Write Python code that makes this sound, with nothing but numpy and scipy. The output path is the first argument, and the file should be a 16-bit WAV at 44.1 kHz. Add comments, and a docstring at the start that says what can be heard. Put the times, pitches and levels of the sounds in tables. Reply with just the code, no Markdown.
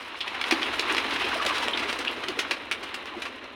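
"""A flock of pigeons takes off from a wooden loft, heard from the walled roof terrace it stands on.
Many wings merge into a rushing that swells and fades. Close to the microphone, single birds clap their
wing tips, brush their feathers and swish past. A few short squeaks and faint low coos sound among them.
Loft, floor and walls answer briefly, and moving air rumbles softly on the microphone."""
import sys
import numpy as np
from scipy import signal
from scipy.fft import rfft, irfft, next_fast_len
from scipy.io import wavfile

SR = 44100
rng = np.random.default_rng(int(sys.argv[2]) if len(sys.argv) > 2 else 0)


def pcm_store(signal):
    """Save signal as 16-bit PCM."""
    levels = np.round(np.clip(np.atleast_2d(signal), -1, 1) * 32767)
    wavfile.write(sys.argv[1], SR, levels.astype(np.int16).T)


N = 156555
T = np.arange(N) / SR

# air buffeting the microphone: t/s, level/dB
DRAUGHT_LEVELS = [(0, -64), (.4, -60), (.6, -57), (1.4, -52.5), (1.55, -55.5), (2.3, -58.5), (3.55, -62.5)]
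# its rumble: f/Hz, level/dB
RUMBLE_SPECTRUM = [(15, -17), (30, -17), (42, -5.5), (72, 3.5), (100, -1), (130, -2), (165, -16),
                   (260, -54), (1000, -74)]
# coos from the loft: start/s, length/s, level/dB, pitch/Hz
LOFT_COOS = [(0.615, 0.12, -42, 326.6), (0.873, 0.12, -37, 299), (1.814, 0.105, -37, 350.4),
             (2.259, 0.083, -36, 320), (3.151, 0.047, -38, 327.3)]
# squeaks among the birds: start/s, pitch/Hz, level/dB, decay/s
FLOCK_SQUEAKS = [(.206, 2915, -37, 0.013), (0.627, 2840, -36, 0.011), (1.7332, 3445, -24.5, 0.011),
                 (2.0733, 2900, -22.5, 0.0083)]
# wings passing the microphone: start/s, length/s, level/dB, first f/Hz, last f/Hz
WING_SWISHES = [(0.873, 0.078, -45, 1617, 770), (1.31, 0.034, -32, 1924, 784),
                (1.341, 0.034, -36, 708, 567), (1.379, 0.066, -32.5, 1453, 1020),
                (1.443, 0.033, -31.5, 674, 541), (1.489, 0.049, -31, 1230, 953),
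                (1.605, .04, -33.5, 1076, 893), (1.643, 0.051, -38.5, 476, 332),
                (2.369, 0.034, -34, 471, 305), (3.122, .05, -41.5, 1394, 516),
                (3.156, 0.031, -38.5, 423, 300)]
# a wing is too small to push deep bass: f/Hz, gain/dB
SWISH_LOW_CUT = [(140, -16), (240, 2)]
# feathers brushing in a near wing stroke: middle/s, level/dB, half width/s, body/dB, treble/dB
FEATHER_BRUSHES = [(.024, -42, 0.0061, -3, 3), (.11, -43.5, .025, 9, -9), (0.176, -45, .012, -8, 2),
                   (.281, -27, 0.0033, -9.5, -5), (0.351, -31, 0.0051, 7, -3), (.472, -34.5, 0.0099, 2, 2),
                   (.622, -25, 0.0036, 2, -5), (.675, -37, 0.0039, -2, -8), (.74, -32, .006, 0, 3),
                   (0.904, -24, 0.011, 6, -5), (1.14, -30.5, 0.0067, -3, 2), (1.163, -28, .004, -3, -4),
                   (1.218, -27.5, 0.012, 1, -3), (1.27, -30, 0.004, 0, -8), (1.325, -28.5, 0.0082, 1, -12),
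                   (1.347, -33, 0.0052, 2, 6), (1.425, -27.5, .008, 4, -5), (1.49, -30.5, .01, 1, 4),
                   (1.56, -27.5, 0.016, 1, 1.5), (1.635, -28, 0.012, 1, 2), (1.798, -31.5, 0.0086, 1, 3.5),
                   (1.835, -33.5, 0.0084, 2, 3), (1.897, -26.5, .011, 4.5, 1), (2.01, -35, .015, 4, 3),
                   (2.45, -32.5, .005, 10, -20), (2.837, -32, 0.0057, 6, 5.5),
                   (2.885, -41.5, 0.017, -5, -8), (3.075, -39, 0.012, 2, -3)]
# near wing claps: t/s, level/dB, thump/dB, slap/dB, treble/dB, contact/s
WING_CLAPS = [(0.2058, -26, -11, -25, -11.5, 0.01), (.4135, -25.5, -13, 5, -0.5, 0.0029),
              (0.4402, -26.5, -7, 1, -9, 0.0035), (0.5101, -19, 3, 1.5, 4.5, 0.0046),
              (0.5224, -18.5, 11, 1, 2, 0.0051), (0.63, -24.5, -2, -19, -8, 0.0025),
              (0.7946, -22, 1, -12.5, 2.5, 0.0033), (.9235, -35.5, -5, -6, 18, 0.0032),
              (0.9483, -26, 7, 13, 6, 0.0016), (0.9662, -26, -12, -2, -2.5, .006),
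              (0.9809, -21, -2, -1, -0.5, 0.0038), (1.1077, -30.5, -11, -3, -2, 0.0053),
              (1.2414, -27, 3, -17, -12, 0.0085), (1.451, -33, -11, 2, 7, 0.001),
              (1.4635, -24.5, -2, -2, 6.5, 0.0037), (1.582, -33, -4, -4, 8, 0.0038),
              (1.683, -23.5, 8.5, 3.5, 3, .0022), (1.7734, -26.5, -11, -9, -4, 0.0072),
              (1.9279, -29.5, 6, 0, 6.5, 0.0036), (1.9882, -34.5, -10, 2, 15, 0.0068),
              (2.0491, -31, -13, -5, -1, 0.0022), (2.0801, -26, -11, -11, -16, 0.0023),
              (2.2362, -30, -7, 4, -2.5, 0.0078), (2.2842, -28.5, 3, -8, 4, 0.0044),
              (2.3895, -21, -8, -1, 5.5, 0.01), (2.5101, -21, 1, 2.5, 1.5, 0.0069),
              (2.7134, -26.5, -8, 7, 7, 0.00085), (2.717, -24.5, -5, 4.5, -0.5, 0.0024),
              (2.7233, -30, -11, -3, 4, 0.0055), (2.9424, -30, 1, 3, 6.5, 0.0068),
              (3.057, -41, 8, -3, 3.5, .002), (3.2204, -30.5, -10, -1, 0.5, 0.0072),
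              (3.2535, -29.5, -1, 4, -1, 0.013), (3.4419, -44, 8, 8, 5, 0.0035)]
# wing on wing, for claps and brushes: f/Hz, level/dB
WING_SPECTRUM = [(100, -28), (165, -31), (240, -4), (330, 2), (600, 0), (1200, 3.5), (2800, 8), (4000, 0.5),
                 (5500, -7.5), (7500, -18.5), (9500, -16.5), (13000, -32.5), (16000, -28)]
# rush of the whole flock, before each layer's trim: t/s, low air/dB, feathers/dB, treble rustle/dB
RUSH_LEVELS = [(0.0, -50, -39, -57), (0.24, -49.5, -36, -60), (0.5, -44, -31, -51.5),
               (0.61, -39.5, -30, -47.5), (0.72, -41, -28.5, -50), (1.42, -38, -28.5, -46.5),
               (1.58, -40, -30, -50.5), (2.1, -40, -33.5, -52), (2.26, -42, -34.5, -55.5),
               (2.54, -43, -36, -54.5), (2.68, -44.5, -39.5, -63), (2.91, -46.5, -37.5, -60),
               (3.1, -46.5, -38.5, -63.5), (3.22, -42.5, -38, -58), (3.38, -49, -41.5, -64.5),
               (3.55, -47, -41.5, -69)]
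# the flock's pushed air, feather noise, rustle and small snaps: f/Hz, level/dB
AIR_SPECTRUM = [(110, -40), (160, -30.5), (195, -12), (245, 0), (310, 1.5), (410, -0.5), (600, -3.5),
                (800, -7.5), (1400, -29), (5000, -67)]
FEATHER_SPECTRUM = [(150, -35.5), (400, -21.5), (700, -4.5), (1000, 2.5), (1220, 1.5), (1500, -1),
                    (2100, 0), (2850, -1), (3400, -5.5), (4100, -6), (4800, -27.5), (6500, -31),
                    (12000, -46)]
RUSTLE_SPECTRUM = [(1500, -25), (3500, -9), (5000, 8), (6200, -1.5), (7500, -11), (9300, -5), (10800, -11),
                   (12800, -20), (15500, -18)]
TICK_SPECTRUM = [(800, -12), (2800, 0), (5500, -3.5), (7500, -11.5), (9500, -5), (13000, -17), (16000, -17)]

THUMP_HZ, SLAP_HZ, CRACK_HZ, TREBLE_HZ = 360, 1270, 3180, 6600  # tone bands of a wing


def from_db(db):
    """Decibels to gain."""
    return 10 ** (np.asarray(db) / 20)


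def rms_one(x):
    """Scale to unit rms."""
    return x / np.sqrt(np.mean(x ** 2) + 1e-20)


def add(out, s, x):
    """Mix x into out from time s."""
    i = max(int(s * SR), 0)
    out[i:i + len(x)] += x[:max(N - i, 0)]


def drift(hz, size=N):
    """Random wander of unit rms, mostly slower than hz."""
    pole = np.exp(-2 * np.pi * hz / SR)
    wander = signal.lfilter([1], [1, -2 * pole, pole * pole], rng.standard_normal(size + SR))
    return rms_one(wander[SR // 2:])[-size:]


def grains(size, spread_db):
    """A dense run of tiny clicks of uneven strength."""
    clicks = rng.standard_normal(size)
    return rms_one(clicks * from_db(spread_db * np.clip(rng.standard_normal(size), -2, 2)))


def colour(x, *spectra):
    """Causal filter with the summed (f/Hz, gain/dB) curves."""
    size = 2 * next_fast_len(len(x))
    log_hz = np.log(np.maximum(np.fft.rfftfreq(size, 1 / SR), 1))
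    curves = map(np.transpose, spectra)
    db = sum(np.interp(log_hz, np.log(hz), gain_db) for hz, gain_db in curves)
    cepstrum = irfft(np.log(from_db(db)))[:size // 2]
    cepstrum[1:] *= 2  # minimum phase
    return irfft(rfft(x, size) * np.exp(rfft(cepstrum, size)))[:len(x)]


def phase_of(hz):
    """Running phase of a moving pitch."""
    return 2 * np.pi * np.cumsum(hz) / SR


def draught():
    """Moving air rumbles softly on the microphone."""
    rumble = rms_one(colour(rng.standard_normal(N), RUMBLE_SPECTRUM))
    return rumble * from_db(np.interp(T, *np.transpose(DRAUGHT_LEVELS)))


def terrace(x, loft_db=-6, loft_delay_s=0.004, wall_db=-12, wall_delay_s=0.023, t60_s=0.23):
    """Bright early echoes off the loft boards and floor, then a duller tail from the walls farther off."""
    t = T[:16384]
    loft = grains(len(t), spread_db=2.5) * np.exp(-(t / 0.02) ** 2 / 2) * (t > loft_delay_s)
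    loft /= np.linalg.norm(loft)
    walls = grains(len(t), spread_db=2.5) * from_db(-60 * t / t60_s) * (t > wall_delay_s)
    walls /= np.linalg.norm(walls)
    walls = signal.sosfilt(signal.butter(1, 2800, fs=SR, output="sos"), walls)
    return signal.fftconvolve(x, from_db(loft_db) * loft + from_db(wall_db) * walls)[:N]


def coos(bend=0.11, waver=0.1064, rough_db=5, octave_db=-18):
    """Faint throaty notes from the loft that rise and sink a little."""
    out = np.zeros(N)
    for s, length, db, hz in LOFT_COOS:
        arch = np.sin(np.linspace(0, np.pi, int(length * SR)))
        phase = phase_of(hz * (1 + bend * (arch - arch.mean()) + waver * drift(57, len(arch))))
        tone = np.sin(phase) + from_db(octave_db) * np.sin(2 * phase)
        tone *= from_db(rough_db * drift(45, len(arch)))
        add(out, s, from_db(db) * rms_one(tone) * arch)
    return out


def squeaks(attack_s=0.00084, waver=0.067, rough_db=1, size=4096):
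    """Brief rough whistles with a sudden start."""
    out, t = np.zeros(N), T[:size]
    for s, hz, db, decay_s in FLOCK_SQUEAKS:
        tone = np.sin(phase_of(hz * (1 + waver * drift(210, size))))
        tone /= from_db(rough_db * drift(300, size))
        envelope = np.minimum(t / attack_s, 1) * np.exp(-(t / decay_s) ** 2)
        add(out, s, from_db(db) * rms_one(tone) * envelope)
    return out


def ticks(per_s=45, trim_db=-5, spread_db=5.5, decay_s=0.005):
    """Small feather snaps all through the flock, following the level of its rustle."""
    s, _, _, rustle_db = np.transpose(RUSH_LEVELS)
    onsets = rng.random(N) < per_s / SR
    strengths = from_db(-spread_db * rng.uniform(-0.92, 1, N))
    envelope = signal.fftconvolve(onsets * strengths, np.exp(-T[:1024] / decay_s))[:N]
    snaps = rms_one(colour(envelope * rng.standard_normal(N), TICK_SPECTRUM))
    return snaps * from_db(np.interp(T, s, rustle_db) + trim_db)


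def swishes(width_hz=92):
    """Eddies shed by a passing wing make a narrow band of noise that glides down as the wing slows."""
    out = np.zeros(N)
    for s, length, db, first_hz, last_hz in WING_SWISHES:
        progress = np.linspace(0, 1, int(length * SR))
        eddies = drift(width_hz, len(progress)) + 1j * drift(width_hz, len(progress))
        glide_hz = first_hz * (last_hz / first_hz) ** progress
        band = np.real(eddies * np.exp(1j * phase_of(glide_hz)))
        add(out, s, from_db(db) * rms_one(band) * np.sin(np.pi * progress))
    return colour(out, SWISH_LOW_CUT)


def wing_tone(x, thump_db, slap_db, treble_db):
    """Give clicks the tone of one wing, at unit rms."""
    bands = [(THUMP_HZ, thump_db), (SLAP_HZ, slap_db), (CRACK_HZ, 0), (TREBLE_HZ, treble_db)]
    return rms_one(colour(x, WING_SPECTRUM, bands))


def brushes(thump_db=-1.5, size=8192):
    """A near bird's feathers slide over each other in a short swell of grains."""
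    out = np.zeros(N)
    for middle_s, db, width_s, body_db, treble_db in FEATHER_BRUSHES:
        start = max(middle_s - size / SR / 2, 0)
        friction = wing_tone(grains(size, spread_db=2.5), thump_db, body_db, treble_db)
        swell = np.exp(-((start + T[:size] - middle_s) / width_s) ** 2 / 2)
        add(out, start, from_db(db) * friction * swell)
    return out


def claps(snap=1.2, span_s=0.01, size=4096):
    """Wing tips meet close to the microphone: one snap, then a quickly dying spray of quill clicks."""
    out = np.zeros(N)
    for s, db, thump_db, slap_db, treble_db, contact_s in WING_CLAPS:
        spray = grains(size, spread_db=2.5) * np.exp(-(T[:size] / contact_s) ** 2 / 2)
        spray[0] += snap
        clap = wing_tone(spray, thump_db, slap_db, treble_db)
        clap *= from_db(db) * np.sqrt(span_s * SR / size)  # level is rms over span_s
        add(out, s, clap)
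        add(out, s, terrace(clap))  # each bird's place gives its own echoes
    return out


def rush(flutter_hz=31, flutter_db=1.01, patchy_db=1.17):
    """Many wings at once: pushed air, feather noise and a grainy rustle, fluttering together."""
    s, air_db, feather_db, rustle_db = np.transpose(RUSH_LEVELS)
    flutter = flutter_db * drift(flutter_hz)

    def layer(spectrum, db, spread_db):
        patchy = grains(N, spread_db) * from_db(patchy_db * drift(66))
        return rms_one(colour(patchy, spectrum)) * from_db(np.interp(T, s, db) + flutter)

    air = layer(AIR_SPECTRUM, air_db + 0.5, spread_db=0)
    feathers = layer(FEATHER_SPECTRUM, feather_db - 2, spread_db=4.5)
    rustle = layer(RUSTLE_SPECTRUM, rustle_db - 1.5, spread_db=4)
    return air + feathers + rustle


def scene():
    """One microphone on the terrace: near birds with their echoes, over the rush of the flock."""
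    feathers, calls = brushes() + ticks(), squeaks()
    echoes = terrace(feathers + from_db(-0.5) * calls)  # squeaks reflect a little less
    near_birds = claps() + feathers + calls + swishes()
    return (near_birds + echoes + coos() + rush() + draught())[None]


def record(dry, ceiling=0.45, cutoff_hz=16100):
    """The highest peaks are rounded and the top treble is cut steeply."""
    rounded = ceiling * np.tanh(dry / ceiling)
    return signal.sosfilt(signal.ellip(10, .2, 70, cutoff_hz, fs=SR, output="sos"), rounded)


dry = scene()
out = record(dry)
pcm_store(out)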